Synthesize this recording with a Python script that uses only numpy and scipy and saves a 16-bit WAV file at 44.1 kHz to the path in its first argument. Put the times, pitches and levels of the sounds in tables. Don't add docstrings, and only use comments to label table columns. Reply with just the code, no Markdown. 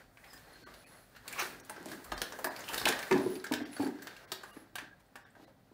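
import sys
import numpy as np
from scipy import signal
from scipy.fft import rfft, irfft, next_fast_len
from scipy.io import wavfile
from scipy.ndimage import uniform_filter1d, map_coordinates

SR = 44100
rng = np.random.default_rng(int(sys.argv[2]) if len(sys.argv) > 2 else 0)


def output_pcm(signal):
    pcm = np.clip(np.atleast_2d(signal).T, -1, 1) * 32767
    wavfile.write(sys.argv[1], SR, np.round(pcm).astype(np.int16))


def convert_level_to_amplitude(level_db):
    exponent = np.asarray(level_db, float) / 20
    return 10 ** exponent


N = 252693


def unit(x):
    return x / np.sqrt(np.mean(x ** 2) + 1e-20)


def along(points, hz):
    f, v = np.transpose(points)
    return np.interp(np.log(hz + 1), np.log(f + 1), v)


def filtered(x, response):
    m = next_fast_len(len(x) + 4096)
    return irfft(rfft(x, m) * response(np.fft.rfftfreq(m, 1 / SR)), m)[:len(x)]


def resonances(modes):
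    def response(f):
        return sum((-1) ** k * convert_level_to_amplitude(db) * 1j * f * width / (hz * hz - f * f + 1j * f * width)
                   for k, (hz, width, db) in enumerate(modes))
    return response


def coloured(x, spectrum):
    return unit(filtered(x, lambda hz: convert_level_to_amplitude(along(spectrum, hz))))


def wander(points, per_s, n):
    return map_coordinates(rng.standard_normal(points), [np.arange(n) * per_s / SR])


def grainy(rate, spread_db):
    contact_db = -6 + spread_db * rng.uniform(-5.0, 1, N)
    kicks = (rng.random(N) < rate / SR) * convert_level_to_amplitude(contact_db)
    fade = convert_level_to_amplitude(-60 * np.arange(2000) / SR / 0.015)
    swell = convert_level_to_amplitude(2 * wander(200, 25, N))
    return swell * rng.standard_normal(N) * (1 + signal.fftconvolve(kicks, fade)[:N])


def swells(rows):
    t = np.arange(N) / SR
    return np.sqrt(sum(convert_level_to_amplitude(2 * db) * np.exp(-np.abs(2 * (t - s) / length) ** 1.77)
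                       for s, length, db in rows))


def add(track, s, sound):
    part = track[round(s * SR):][:len(sound)]
    part += sound[:len(part)]


# t/s, peak/dB, brightness/dB, air gap ring/dB
FLAT_HITS = [(.1719, -53.5, -34, 0), (.242, -47.5, -10, -14), (1.3833, -38, -20, -0.5),
             (1.399, -34, -15, -10), (1.422, -39, -12, 7.5), (1.696, -38.5, 3, -2), (1.7626, -46, -24, 3.5),
             (1.8855, -43, -2, -8), (2.1191, -28.5, -12.5, -6.5), (2.389, -46, 5, 3),
             (2.5916, -41.5, -0.5, -6.5), (2.8794, -19, -12, -13.5), (2.924, -26, -26, -2),
             (3.0275, -30.5, -15, -10.5), (3.1118, -26.5, -45.5, -3), (3.125, -26, -25.5, -4),
             (3.1772, -35, -17.5, -24), (3.4664, -34.5, -24, -5.5), (3.6541, -36.5, -40, -32),
             (3.7299, -42.5, -4, -15), (3.8664, -41.5, -9.5, -0.5), (3.9866, -53, -27, 4),
             (4.564, -51.5, -14, 0), (5.3517, -70, -3, 17.5)]
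# t/s, peak/dB, brightness/dB, air gap ring/dB
SLANT_HITS = [(1.1506, -52, -16, -2), (1.1628, -44.5, -13, -2.5), (1.257, -60.5, -15, 9),
              (1.3258, -37.5, 2, -7), (1.3942, -34, 1, -2), (1.6487, -58, 9, -20), (1.8574, -43.5, -4, -24),
              (2.3225, -43, -1.5, 5), (2.6387, -37.5, -21, -12), (2.7336, -34.5, 2.5, 1),
              (2.7434, -28.5, 0.5, -18), (2.8548, -17, -12.5, -17), (2.9902, -32.5, -4.5, -1),
              (3.5216, -27, -7, -8.5), (3.5373, -21.5, -15.5, -7.5), (4.0709, -34, -18, -5),
              (4.1653, -40.5, -28, -19), (4.7553, -29.5, -5, -5.5), (4.7843, -34, -28, -0.5),
              (5.1561, -42, -5.5, 0)]
# t/s, peak/dB, brightness/dB, air gap ring/dB
SNAP_BACKS = [
    (2.2177, -25, -2, -7),
    (2.687, -32, -7, -16),
    (2.7794, -26.5, -3, -10),
    (2.8882, -19, -4.5, -44.5),
    (5.2508, -57, -23, 6.5),
]
# t/s, peak/dB, brightness/dB, air gap ring/dB
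EDGE_HITS = [(.332, -49.5, 4.5, -1), (.376, -48.5, -10, -8), (1.5993, -59.5, 5.5, -23),
             (.7392, -43.5, -10, -28), (1.279, -33.5, 2, -11.5), (1.916, -39, -3.5, -1),
             (2.043, -44.5, 2, -12), (2.1783, -34.5, -10, -7), (2.4441, -27.5, 0, 0.5),
             (2.5631, -32.5, -23, -24), (2.7957, -39.5, -19.5, -16), (2.8145, -37.5, -12, 1),
             (2.8717, -30.5, -3, 7.5), (3.3543, -38, -6.5, -34), (3.4418, -36.5, 1, 3.5),
             (3.766, -41.5, -26, -1.5), (3.8233, -47, 5.5, 6.5), (4.0216, -43, -1, -1.5),
             (4.3185, -27.5, -4, -11.5), (4.434, -47, -1, 7)]


def contacts():
    kinds = [(FLAT_HITS, 2010), (SLANT_HITS, 2770), (SNAP_BACKS, 3360), (EDGE_HITS, 4570)]
    pitch_scatter, short_db, longer_per_db = 0.01, -18, 0.005
    return [(s, db, hz * (1 + pitch_scatter * rng.standard_normal()), bright_db, gap_db,
             longer_per_db * (short_db - db))
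            for table, hz in kinds for s, db, bright_db, gap_db in table]


# f/Hz, level/dB, time to fall 60 dB/s
SLAT_MODES = [(612, -2, 0.062), (950, 8.5, 0.012), (1200, 9, 0.028), (2360, -18, 0.0023),
              (3170, -30, 0.0033), (4300, -13.5, 0.03), (5340, -9.5, 0.0058), (7330, 11, 0.0034),
              (9200, -6, .012), (10800, -7, 0.011)]
# f/Hz, width/Hz, level/dB
AIR_GAP = [(1605, 160, 4), (1849, 61, 1.5), (1905, 76, -5.5)]
# f/Hz, level per Hz/dB
RATTLE_COLOUR = [(1500, -39.5), (2200, 3), (3000, 0.5), (4400, 2), (6000, -5), (9000, -11.5)]
# f/Hz, level per Hz/dB
FUR_COLOUR = [(3500, -37.5), (5500, -7), (9000, -0.5), (12000, -4), (15500, 0)]


def clacks():
    out, t = np.zeros(N), np.arange(SR // 7) / SR
    hz, level, t60 = np.transpose(SLAT_MODES)[:, :, None]
    for s, db, main_hz, bright_db, gap_db, length in contacts():
        long = 0.5 + 6.6 * np.clip(length, 0, 1)
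        vary_level, vary_pitch = rng.standard_normal((2, len(SLAT_MODES), 1))
        band_db = np.where(hz < 1400, gap_db - 13.0, np.where(hz > 6000, bright_db - 16.0, -11))
        ring = convert_level_to_amplitude(level + band_db + 4.0 * vary_level - 60 * t / (t60 * long))
        ring = ring * np.sin(2 * np.pi * hz * (1 + 0.065 * vary_pitch) * t)

        bounces = rng.random(len(t)) < 1200 / SR
        chatter = bounces * rng.uniform(-0.92, 1, len(t)) * convert_level_to_amplitude(-3.5 - 60 * t / 0.068)
        chatter[0] = 1
        knock = convert_level_to_amplitude(-60 * t / 0.005) * np.sin(2 * np.pi * main_hz * t)
        main = signal.fftconvolve(chatter, knock)[:len(t)]

        rise = 1 - np.exp(-t / (0.0004 * long))
        fall = convert_level_to_amplitude(-60 * t / (0.04 * long)) + convert_level_to_amplitude(-0.5 - 60 * t / (0.054 * long))
        burst = rng.standard_normal((2, len(t))) * rise * fall
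        crack = coloured(burst[0], RATTLE_COLOUR) * convert_level_to_amplitude(-26.5)
        crack = crack + coloured(burst[1], FUR_COLOUR) * convert_level_to_amplitude(bright_db - 20.5)
        tint = np.c_[hz, 2.5 * vary_pitch]
        crack = filtered(crack, lambda f: convert_level_to_amplitude(along(tint, f) - 6.0 * np.clip(f / 11000 - 1, 0, 1)))

        tremble = convert_level_to_amplitude(-6 - 60 * t / 0.31) * rng.standard_normal(len(t))
        shiver = burst[0] + convert_level_to_amplitude(16.5) * chatter + tremble
        gap = unit(filtered(shiver, resonances(AIR_GAP))) * convert_level_to_amplitude(gap_db - 17.5)
        add(out, s, convert_level_to_amplitude(db) * (convert_level_to_amplitude(-2.5) * ring.sum(0) + convert_level_to_amplitude(-3) * main + crack + gap))
    return out


# t/s, rise/s, time to fall 60 dB/s, peak/dB, f/Hz
SLAT_SCRAPES = [(.238, 0.003, 0.2, -55.5, 2040), (.525, .008, .04, -63, 10470),
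                (1.327, .003, 0.34, -49, 2350), (1.36, 0.0023, 0.063, -43, 1040),
                (1.37, 0.032, 0.092, -35, 2390), (1.378, 0.014, 0.13, -39, 1136),
                (1.399, 0.0068, 0.089, -44, 1620), (1.384, 0.014, 0.1, -40, 5940),
                (1.405, 0.0082, 0.12, -44.5, 4300), (1.546, 0.0025, 0.054, -46, 1650),
                (1.598, 0.002, 0.028, -52, 6150), (1.695, 0.0016, 0.024, -57, 8900),
                (2.676, 0.014, 0.036, -40.5, 2780), (2.692, 0.0094, 0.071, -43.5, 940),
                (2.775, 0.0059, 0.034, -34, 3900), (2.797, .003, 0.027, -41, 5060),
                (2.814, 0.0027, 0.027, -41, 4800), (2.8529, 0.0045, 0.037, -24, 2650),
                (2.878, 0.011, .03, -34, 9600), (3.109, .005, 0.063, -28.5, 990),
                (3.11, 0.0028, 0.082, -32.5, 2160), (3.176, 0.0028, 0.031, -44.5, 4800),
                (3.764, 0.0021, 0.036, -47, 760), (4.784, 0.0036, 0.044, -57, 9700),
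                (4.998, 0.0067, 0.035, -73, 9200), (5.06, 0.0032, .03, -76, 8200),
                (5.235, 0.011, 0.065, -68, 3180), (5.301, 0.0055, 0.035, -70, 8000),
                (.171, 0.00088, 0.026, -53.5, 2230), (.245, 0.01, 0.095, -56.5, 860),
                (0.636, 0.0092, 0.11, -62, 2860), (0.661, 0.01, 0.09, -56.5, 1200),
                (0.839, 0.011, 0.077, -61.5, 2600), (0.841, 0.012, 0.1, -59, 2010),
                (2.2183, 0.00076, 0.0096, -32.5, 1520), (2.322, 0.0029, 0.034, -46.5, 6100),
                (2.604, 0.0037, 0.035, -48, 6550), (2.638, 0.0034, .04, -54, 2800),
                (2.058, 0.0028, 0.037, -44, 1200), (3.398, 0.0023, 0.018, -48, 4600),
                (3.796, 0.0049, 0.21, -39.5, 754), (3, 0.0058, 0.054, -45, 800),
                (3.766, .004, 0.11, -47, 1460), (3.8, 0.0027, 0.034, -44, 800),
                (3.2, 0.0083, 0.073, -37, 610), (3.59, 0.018, .12, -48, 1850),
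                (3.603, 0.0044, .04, -45, 640), (4.434, 0.0024, .04, -46, 960),
                (2.854, .002, .03, -36.5, 11000), (3.3, .003, 0.051, -50, 15000),
                (4.324, .003, .1, -49, 14000), (4.024, .004, .1, -55.5, 14900),
                (2.447, .004, .1, -47, 14800), (3.8, 0.011, 0.055, -52, 2300)]


def scrapes():
    out, t = np.zeros(N), np.arange(SR // 5) / SR
    for s, rise_s, t60, db, hz in SLAT_SCRAPES:
        mode = resonances([(hz, min(0.31 * hz, 1300), 0)])
        grit = rng.standard_normal(len(t))
        rub = unit(filtered(grit * np.abs(grit), lambda f: mode(f) ** 2))
        fade = convert_level_to_amplitude(db - 60 * np.maximum(t - rise_s, 0) / t60)
        add(out, s, fade * np.minimum(t / rise_s, 1) * rub)
    return out


# t/s, peak/dB, f/Hz
EDGE_TICKS = [(1.328, -37, 7000), (1.445, -34, 4000), (1.65, -43, 8400), (1.697, -28, 11000),
              (1.829, -40, 8200), (1.8587, -30, 8100), (1.8749, -43, 7500), (1.8884, -41.5, 7500),
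              (1.9029, -42, 10300), (2.1186, -33, 3500), (2.1785, -36, 4000), (2.2175, -18, 5260),
              (2.6074, -35, 7400), (2.737, -33, 5200), (2.745, -30.5, 10000), (2.7988, -31, 9000),
              (2.816, -33.5, 5500), (2.8545, -24.5, 12000), (2.88, -22.5, 4400), (2.8862, -21.5, 3400),
              (2.888, -17, 6300), (3.0215, -34.5, 9000), (3.0799, -38, 8150), (3.1993, -40, 3460),
              (3.5394, -24.5, 5050), (3.8275, -44, 4500), (3.848, -38, 4400), (3.876, -37, 9000),
              (4.072, -34, 3300), (4.113, -43, 2400), (4.3189, -25.5, 5000), (4.321, -26, 4300),
              (4.3247, -24.5, 10000), (4.4414, -44, 11500), (4.7567, -37.5, 5080), (4.7838, -33, 2900)]


def ticks():
    out, t = np.zeros(N), np.arange(SR // 200) / SR
    for s, db, hz in EDGE_TICKS:
        damping = np.exp(-np.pi * 0.51 * hz * t)
        add(out, s, convert_level_to_amplitude(db + 6.5) * damping * np.sin(2 * np.pi * hz * t))
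    return filtered(out, lambda hz: 1j * hz / (900 + 1j * hz))


# t/s, peak/dB, hardness/dB, board f/Hz
RAIL_THUDS = [(1.858, -33, -6.5, 238), (1.993, -53, 7, 290), (3.108, -22.5, -13, 341),
              (3.114, -16, -8.5, 375), (3.127, -19, -13, 367), (3.14, -16, -15, 360),
              (3.154, -16.5, -8.5, 277.4), (3.184, -26, -8, 290), (3.197, -30, -10, 330),
              (3.261, -19.5, -16.5, 386), (3.306, -35, -11, 360), (3.356, -34, -12, 282),
              (3.512, -20, -10, 275), (3.528, -30, -15, 278), (3.613, -28, -24, 278),
              (3.796, -21, -23, 310), (3.806, -25, -11, 290), (3.832, -25, -24, 372),
              (3.858, -27.5, -9.5, 270), (3.884, -33.5, -17, 244), (4.566, -34.5, -13, 320),
              (4.822, -43, -9, 301), (5.365, -49, -2, 233), (5.429, -49, -25, 320), (5.714, -47, -14, 333),
              (3.238, -32, -10, 293), (3.282, -32.5, -17, 354), (3.33, -38, -12, 320),
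              (3.655, -46, -19, 302), (3.872, -32.5, -11.5, 320), (3.913, -46, -12, 290),
              (3.942, -47, -14, 320), (3.119, -25, -20, 264)]
# t/s, peak/dB, hardness/dB, rail f/Hz
RAIL_KNOCKS = [(1.284, -52, -19, 538), (1.399, -49.5, 17, 1200), (1.421, -37, -12, 1200),
               (1.699, -45, 9, 857), (1.777, -41, -3, 587), (2.1197, -32.5, 5, 1240),
               (2.215, -33.5, 1, 500), (2.334, -41.5, -2, 614), (2.388, -43.5, 11, 520),
               (2.447, -34, 3, 680), (2.469, -39.5, 10, 964), (2.496, -40, 5.5, 707),
               (2.692, -44.5, -2.5, 940), (2.738, -34.5, 1, 1296), (2.776, -44, -0.5, 1280),
               (2.814, -41, -1, 1110), (2.862, -24, 3.5, 849), (2.889, -28, 0.5, 730),
               (4.318, -38, 3, 1270), (4.433, -52, 8, 830), (4.756, -61, 18.5, 714), (5.157, -52, 5.5, 794),
               (5.396, -46.5, -2.5, 795), (5.479, -61, 11.5, 540)]


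def blows():
    overtone = 2.766
    knocks = [(s, db, rng.choice(SILL_MODES[3:])[0], hard_db, hz) for s, db, hard_db, hz in RAIL_KNOCKS]
    thumps = [(s, db, hz, hard_db, overtone * hz * (1 + 0.056 * rng.choice([-1, 1])))
              for s, db, hard_db, hz in RAIL_THUDS]
    return knocks + thumps


# f/Hz, width/Hz, level/dB
SILL_MODES = [(130, 49, -10), (205, 30, -4), (264, 30, -2), (320, 34.6, -3), (369.7, 26.3, -3),
              (441, 57, -9)]
# f/Hz, width/Hz, level/dB
RAIL_MODES = [(620, 43, 3), (795, 147, -0.5), (931, 31.5, 3), (1023, 53, -2)]


def thuds():
    soft, hard, board = np.zeros((3, N))
    push = np.hanning(36)
    t = np.arange(SR // 12) / SR
    for s, db, hz, hard_db, rail_hz in blows():
        bounces = (rng.random(len(t)) < 150 / SR) * rng.uniform(-1.46, 1, len(t)) * convert_level_to_amplitude(-4.5 - 60 * t / 0.12)
        bounces[0] = 1
        add(soft, s, convert_level_to_amplitude(db + 13.5) * bounces)
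        add(hard, s, convert_level_to_amplitude(db + hard_db + 15.0) * bounces)
        low = convert_level_to_amplitude(db + 2.5 - 60 * t / 0.056) * (1 - np.exp(-t / 0.0045))
        high = convert_level_to_amplitude(db + hard_db - 2.0 - 60 * t / 0.059) * (1 - np.exp(-t / 0.0018))
        add(board, s, low * np.sin(2 * np.pi * hz * t))
        add(board, s, high * np.sin(2 * np.pi * rail_hz * t))
    sill = filtered(np.convolve(soft, push)[:N], resonances(SILL_MODES))
    rail = filtered(np.convolve(hard, push[::2])[:N], resonances(RAIL_MODES))
    return board + sill + rail


# t/s, level/dB
BLIND_MOTION = [(0, -59.5), (.15, -79.5), (.28, -66), (.68, -59.5), (1.13, -71.5), (1.37, -63),
                (1.68, -59.5), (1.89, -54), (2.12, -59.5), (2.85, -50.5), (3.24, -53), (3.43, -59.5),
                (3.8, -57.5), (3.96, -66), (4.6, -61.5), (4.73, -72.5), (5.15, -74), (5.73, -74.5)]
# peak t/s, length/s, level/dB, weight on the slats/dB
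FUR_BRUSHES = [(.01, 0.066, -90, 5), (0.352, 0.26, -65, 1), (0.96, 0.45, -68, 2.5),
               (1.343, 0.098, -56.5, 6.5), (1.43, 0.07, -45, -1), (1.476, 0.13, -55, 4),
               (1.924, 0.064, -55, 0.5), (2.346, 0.59, -59.5, -4), (2.75, 0.13, -48.5, 2),
               (2.807, 0.044, -47.5, -8.5), (3.01, 0.39, -54, 1.5), (3.332, 0.071, -57.5, 3),
               (3.819, 0.089, -57, 7), (4.125, 0.37, -73.5, 14.5), (4.52, 0.14, -67, -6),
               (5.006, 0.014, -75, 8.5), (5.438, 0.084, -78.5, 14)]
# peak t/s, length/s, level/dB
BODY_LEANS = [(.66, 0.098, -55.5), (.9, 0.19, -63), (1.52, 0.18, -51.5), (1.89, 0.15, -43),
              (2.5, 0.38, -54), (2.88, 0.051, -34.5), (3.23, 0.078, -39), (3.6, 0.18, -57),
              (3.99, 0.23, -50.5), (4.45, 0.13, -76), (5.4, 0.14, -77)]
# f/Hz, level per Hz/dB
MURMUR_COLOUR = [(350, 1.5), (600, 6.5), (1000, 1), (1400, 3), (1650, -3.5), (1900, 4.5), (2800, -21)]


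def stir():
    move_s, move_db = np.transpose(BLIND_MOTION)
    murmur_db = np.interp(np.arange(N) / SR, move_s, move_db)
    more_db = murmur_db + 60
    pressed = swells([(s, length, db + weight_db) for s, length, db, weight_db in FUR_BRUSHES])
    fur = np.hypot(convert_level_to_amplitude(-76.5 + 0.5 * more_db), swells([row[:3] for row in FUR_BRUSHES]))
    rattle = np.hypot(convert_level_to_amplitude(-66 + 0.92 * more_db), convert_level_to_amplitude(-5) * pressed)
    murmur = np.hypot(convert_level_to_amplitude(murmur_db), convert_level_to_amplitude(-2) * pressed)
    frame = np.hypot(convert_level_to_amplitude(-62.5 + 0.75 * more_db), swells(BODY_LEANS))

    shuffle = grainy(rate=67, spread_db=1.5)
    hair = convert_level_to_amplitude(wander(80, 12, N)) * rng.standard_normal(N)
    loose = convert_level_to_amplitude(wander(80, 12, N)) * rng.standard_normal(N)
    creak = unit(filtered(grainy(rate=140, spread_db=5.5), resonances(SILL_MODES)))
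    gap = unit(filtered(shuffle, resonances(AIR_GAP)))
    out = fur * coloured(hair, FUR_COLOUR) + rattle * coloured(loose, RATTLE_COLOUR)
    out += murmur * (convert_level_to_amplitude(0.5) * coloured(shuffle, MURMUR_COLOUR) + convert_level_to_amplitude(-9.5) * gap)
    return out + frame * convert_level_to_amplitude(-6.0) * creak


# t/s, length/s, first f/Hz, last f/Hz, level/dB
CORD_SLIDES = [(0, 0.16, 4700, 4300, -82), (0.2, .45, 1790, 1700, -65), (0.25, 0.16, 5240, 4950, -63),
               (0.384, 0.36, 4320, 4260, -67), (0.667, 0.45, 4300, 4300, -73.5),
               (0.675, .45, 10740, 10900, -66), (3.166, 0.28, 10360, 10650, -56.5),
               (3.707, 0.077, 10300, 10300, -50), (3.787, .1, 10600, 10800, -59),
               (0.413, .35, 1640, 1600, -71.5), (4.019, .28, 1620, 1590, -64),
               (4.5, 0.063, 2850, 2850, -67.5), (4.801, 0.19, 1630, 1630, -63),
               (5.168, 0.17, 1640, 1630, -71), (5.43, .05, 4000, 4000, -80), (3.738, 0.17, 4520, 4670, -55),
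               (4.433, 0.24, 10800, 11000, -64.5)]


def cords():
    out, uneven = np.zeros(N), grainy(rate=60, spread_db=0)
    for s, length, first_hz, last_hz, db in CORD_SLIDES:
        n = round(length * SR)
        width_hz = 35 + first_hz ** 2 / 2e5
        rub = unit(filtered(uneven[round(s * SR):][:SR // 2], lambda f: np.exp(-(f / width_hz) ** 2)))[:n]
        pitch = (1 + 0.013 * wander(20, 22, n)) * np.linspace(first_hz, last_hz, n)
        stroke = signal.windows.tukey(n, 0.7)
        add(out, s, convert_level_to_amplitude(db) * stroke * rub * np.sin(2 * np.pi * np.cumsum(pitch) / SR))
    return out


# f/Hz, time to fall 60 dB/s
ROOM_DECAY = [(150, 0.48), (400, 0.54), (1600, 0.31), (4000, 0.37), (10000, 0.2)]


def room(x):
    out, step = np.zeros(N), SR // 8
    for start in range(0, N, step):
        hz, t, z = signal.stft(rng.standard_normal(SR // 2), SR, nperseg=256)
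        fade = convert_level_to_amplitude(-60 * t / along(ROOM_DECAY, hz)[:, None])
        tail = signal.istft(z * fade, SR, nperseg=256)[1]
        answer = signal.fftconvolve(x[start:start + step], tail / np.linalg.norm(tail))
        add(out, start / SR + 0.0043, answer)
    return out


# peak t/s, length/s, level/dB
WALL_JOLTS = [
    (2.17, 0.12, -54),
    (2.75, 0.054, -62),
    (2.85, .15, -58.5),
    (3.12, .08, -65),
    (5.25, .06, -83),
]
# f/Hz, level per Hz/dB
RUMBLE_COLOUR = [(15, -30), (30, -12.5), (45, 8.5), (70, 0), (110, -2.5), (170, -32.5)]
# f/Hz, level per Hz/dB
ROOM_TONE_COLOUR = [(59, -36), (100, -6.5), (228, -11), (265, -8.5), (295, -19), (556, -18), (780, -15.5),
                    (868, -22), (7370, -59.5), (9300, -56), (15800, -38)]


def background():
    rumble = np.hypot(convert_level_to_amplitude(-69 - 1.5 * np.arange(N) / SR), swells(WALL_JOLTS))
    tone = convert_level_to_amplitude(-67) * coloured(rng.standard_normal(N), ROOM_TONE_COLOUR)
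    return rumble * coloured(rng.standard_normal(N), RUMBLE_COLOUR) + tone


def scene():
    slats = clacks() + scrapes() + ticks()
    knocks = thuds()
    blind = slats + knocks + room(convert_level_to_amplitude(-6.0) * slats + convert_level_to_amplitude(-6.5) * knocks) + stir() + cords()
    blind = filtered(blind, lambda hz: (1j * hz / (95 + 1j * hz)) ** 2)
    return (blind + background())[None]


# t/s, loss/dB, lowest f/Hz
THIN_MOMENTS = [(.652, -40, 300), (.855, -16, 800), (1.622, -14, 2500), (2.155, -8, 3000),
                (2.497, -8, 2000), (3.648, -18, 3500), (4.266, -20, 2200), (4.522, -12, 500),
                (5.25, -14, 1800), (5.462, -15, 800)]


def thinned(x):
    hz, t, z = signal.stft(x, SR, nperseg=1024, noverlap=768)
    broad = uniform_filter1d(np.abs(z), size=5, axis=1)
    around = uniform_filter1d(broad, size=61, axis=0)
    weak = (broad < 1.75 * around) | (hz[:, None] > 6800)
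    loss_db, boost_db = np.zeros(z.shape), np.zeros(z.shape)
    for s, db, low_hz in THIN_MOMENTS:
        above = hz[:, None] > low_hz
        loss_db += db * above * np.exp(-((t - s) / 0.011) ** 4)
        boost_db += 5 * above * np.exp(-((t - s) / 0.018) ** 4)
    gain_db = np.where(weak, loss_db, boost_db)
    return signal.istft(z * convert_level_to_amplitude(gain_db), SR, nperseg=1024, noverlap=768)[1][:N]


def low_pass(x):
    return signal.sosfilt(signal.butter(12, 16500, fs=SR, output="sos"), x)


def record(dry):
    top_hz = 15650
    x = filtered(thinned(dry[0]), lambda hz: np.where(hz < top_hz, 1, convert_level_to_amplitude(-47.5) * (hz < top_hz + 800)))
    return low_pass(x[None])


dry = scene()
out = record(dry)
output_pcm(out)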